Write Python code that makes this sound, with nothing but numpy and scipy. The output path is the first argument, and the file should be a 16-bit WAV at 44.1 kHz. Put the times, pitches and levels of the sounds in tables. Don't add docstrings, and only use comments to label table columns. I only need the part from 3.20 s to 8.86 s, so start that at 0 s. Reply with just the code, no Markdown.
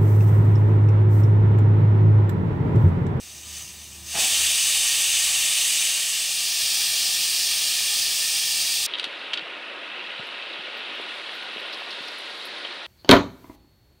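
import sys
import numpy as np
from scipy import signal
from scipy.fft import rfft, irfft, next_fast_len
from scipy.io import wavfile
from scipy.ndimage import uniform_filter1d, map_coordinates

SR = 44100
rng = np.random.default_rng(int(sys.argv[2]) if len(sys.argv) > 2 else 0)


def store_wav(level_fs):
    pcm = np.round(np.clip(np.atleast_2d(level_fs), -1, 1) * 32767)
    wavfile.write(sys.argv[1], SR, pcm.T.astype(np.int16))


N = 249826


def steam(flutter_db=0.11, sputter_db=0.38, seated_db=-38, lifted_db=-27, second_spot_db=0.11):
    # f/Hz, relative level/dB
    first_hiss = [(60, -69), (250, -40.5), (500, -21.5), (1000, -24), (1500, -22.5), (2050, -11),
                  (2400, -0.7), (3500, -8.5), (5000, -2), (7000, -4.5), (9300, 1), (10100, -5.5),
                  (12500, -10.5), (15600, -11)]
    second_hiss = [(60, -58), (250, -33.5), (500, -26), (1000, -29), (1500, -30.5), (2050, -22.5),
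                   (2400, -7.5), (3500, -11.5), (5000, -1), (7000, -6.5), (9300, -9), (10100, -13),
                   (12500, -19), (14000, -15), (15600, -11.5)]
    # f/Hz, width/Hz, lift/dB
    first_peaks = [(692, 210, 7.6), (798, 63, 6.5), (1183, 300, 11), (1590, 170, 4.5), (1822, 224, 10),
                   (2300, 30, 1.5), (2784, 98, 4), (3018, 520, 9.5), (3430, 82, 6.5), (3613, 316, 9.5),
                   (3845, 135, 5.5), (4320, 71, 4), (4560, 750, 4), (6165, 430, 7.5), (6650, 330, 6),
                   (7160, 110, 6), (7820, 420, 7), (8560, 630, 3), (13832, 445, 0.5)]
    second_peaks = [(663, 78, 5.2), (790, 123, 10.2), (1200, 254, 9.2), (1765, 550, 9.8), (1796, 134, 7.7),
                    (2310, 38, 3.8), (2815, 184, 6.6), (3283, 310, 8.9), (3577, 210, 6), (3870, 220, 3.8),
                    (4260, 270, 3.8), (4670, 120, 4.8), (8000, 130, 2.3), (8400, 50, 3.8), (8800, 400, 6.6),
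                    (9576, 252, 3.8), (10860, 700, 3), (11600, 300, 2.7), (12450, 481, 5.5),
                    (13300, 336, 4.0)]
    # f/Hz, gain/dB
    slit_colour = [(700, 7), (1800, 3), (2900, -2), (4700, 1), (5600, 2), (6100, 4), (6900, 0), (9300, 0),
                   (11000, 0), (14000, 4)]
    flow_db = valve_flow()
    lifted = np.clip((flow_db - seated_db) / (lifted_db - seated_db), 0, 1)
    slit = filtered(turbulence(patchy_db=1.3), lambda hz: amp(along(slit_colour, hz)))
    jet = np.sqrt(1 - lifted) * slit + np.sqrt(lifted) * turbulence(patchy_db=0.63)
    level = amp(flow_db + flutter_db * wobble(24.28) + sputter_db * wobble(170))
    first = level * coloured(jet, first_hiss, first_peaks)
    first = kitchen(first, wet_db=-9.0, t60=0.18)
    second = level * coloured(turbulence(patchy_db=0.54), second_hiss, second_peaks)
    second = kitchen(second, wet_db=-8.0, t60=0.37)
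    return blend_spots(first, amp(second_spot_db) * second)


def valve_flow(seated_db=-42, rock_hz=8.3, rock_db=0.5, open_db=-20, sag_db_per_s=0.69):
    lift_s, opening_s = 0.84, 0.16
    t = np.arange(N) / SR
    surge_db = 5.5 * np.exp(-((t - 0.36) / 0.099) ** 2)
    seep_db = seated_db + surge_db + rock_db * np.sin(2 * np.pi * rock_hz * t)
    jet_db = open_db - sag_db_per_s * (t - lift_s - opening_s)
    opening = ramp(lift_s, opening_s)
    return (1 - opening) * seep_db + opening * jet_db


def puff(spatter_db=1.5):
    # f/Hz, relative level/dB
    puff_colour = [(45, -40), (80, -11), (170, -11.5), (330, -12), (560, -13), (1050, -9.5), (1450, -11),
                   (1750, -8.5), (2100, -15), (2550, 2.5), (3100, -17), (4000, -34)]
    # f/Hz, width/Hz, lift/dB
    hollow_peaks = [(665, 140, 12.5), (797, 130, 14.5)]
    chuff = coloured(turbulence(patchy_db=1.2), puff_colour, hollow_peaks)
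    chuff *= puff_envelope(peak_db=-32, fall_db_per_s=135)
    spray = coloured(turbulence(patchy_db=3.5), puff_colour)
    spray *= puff_envelope(peak_db=-37.5, fall_db_per_s=29)
    return (chuff + spray) * amp(spatter_db * wobble(120))


def puff_envelope(peak_db, fall_db_per_s, start_s=0.93, attack_s=0.039, hold_s=0.033):
    falling_s = np.maximum(np.arange(N) / SR - start_s - attack_s - hold_s, 0)
    return ramp(start_s, attack_s) * amp(peak_db - fall_db_per_s * falling_s)


def burner(level_db=-56):
    # f/Hz, relative level/dB
    flame_colour = [(22, -35), (42, -15), (60, -3.5), (110, 1), (190, -1), (260, -6.5), (350, -5.5),
                    (480, -11.5), (1000, -14), (3000, -25.5)]
    first, second = [coloured(turbulence(patchy_db=0.7), flame_colour) for spot in range(2)]
    return amp(level_db) * blend_spots(first, second)


def hum(drift=0.0148, waver_db=2.5):
    # t/s, level/dB
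    hum_levels = [(0.0, -56), (0.04, -57), (0.31, -48.5), (0.66, -54.5), (0.84, -47), (1.15, -59),
                  (1.2, -51), (1.76, -64), (2.23, -55), (2.36, -77), (4.03, -62.5), (5.3, -72)]
    # f/Hz, relative level/dB
    partials = [(75.6, -1), (105, -10), (188.4, -14.5), (231.5, -22.5), (344.5, -15), (781, -23),
                (985, -20), (1227, -20)]
    clock = np.cumsum(1 + drift * wobble(9.8)) / SR
    tone = np.zeros(N)
    for hz, db in partials:
        strength = amp(db + waver_db * wobble(12))
        tone += strength * np.sin(2 * np.pi * (hz * clock + rng.random()))
    level_db = np.interp(np.arange(N) / SR, *np.transpose(hum_levels))
    return amp(level_db) * unit(tone)


def kitchen(x, wet_db, t60):
    t = np.arange(SR // 2) / SR
    tail = rng.standard_normal(len(t)) * amp(-60 * t / t60) * (t > .004)
    echo = signal.fftconvolve(x, tail / np.linalg.norm(tail))[:N]
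    return (x + amp(wet_db) * echo) / np.sqrt(1 + amp(2 * wet_db))


def blend_spots(first, second):
    share = ramp(start_s=2.61, length_s=0.93)
    return (1 - share) * first + share * second


def turbulence(patchy_db):
    spectra = signal.stft(rng.standard_normal(N), nperseg=512)[2]
    eddies = uniform_filter1d(rng.standard_normal(spectra.shape), size=12, axis=0)
    eddies = uniform_filter1d(eddies, size=9, axis=1)
    patchy = spectra * amp(patchy_db * unit(eddies))
    return unit(signal.istft(patchy, nperseg=512)[1][:N])


def coloured(x, spectrum, peaks=()):
    def response(hz):
        lift_db = sum(db / (1 + (2 * (hz - centre) / width) ** 2) for centre, width, db in peaks)
        return amp(along(spectrum, hz) + lift_db)
    return unit(filtered(x, response))


def filtered(x, response):
    size = next_fast_len(N + SR // 2)
    hz = np.fft.rfftfreq(size, 1 / SR)
    return irfft(rfft(x, size) * response(hz), size)[:N]


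def along(points, hz):
    knots_hz, values = np.transpose(points)
    return np.interp(np.log(hz + 1), np.log(knots_hz + 1), values)


def wobble(rate):
    knots = rng.standard_normal(int(N * rate / SR) + 4)
    return map_coordinates(knots, [np.arange(N) * rate / SR])


def ramp(start_s, length_s):
    return np.clip((np.arange(N) / SR - start_s) / length_s, 0, 1)


def amp(db):
    return 10 ** (np.asarray(db) / 20)


def unit(x):
    return x / np.sqrt(np.mean(x ** 2) + 1e-20)


def scene():
    mono = steam() + puff() + burner() + hum()
    return np.array([mono, mono])


def record(dry):
    top_hz = 15750
    return np.array([filtered(channel, lambda hz: hz < top_hz) for channel in dry])


dry = scene()
out = record(dry)
store_wav(out)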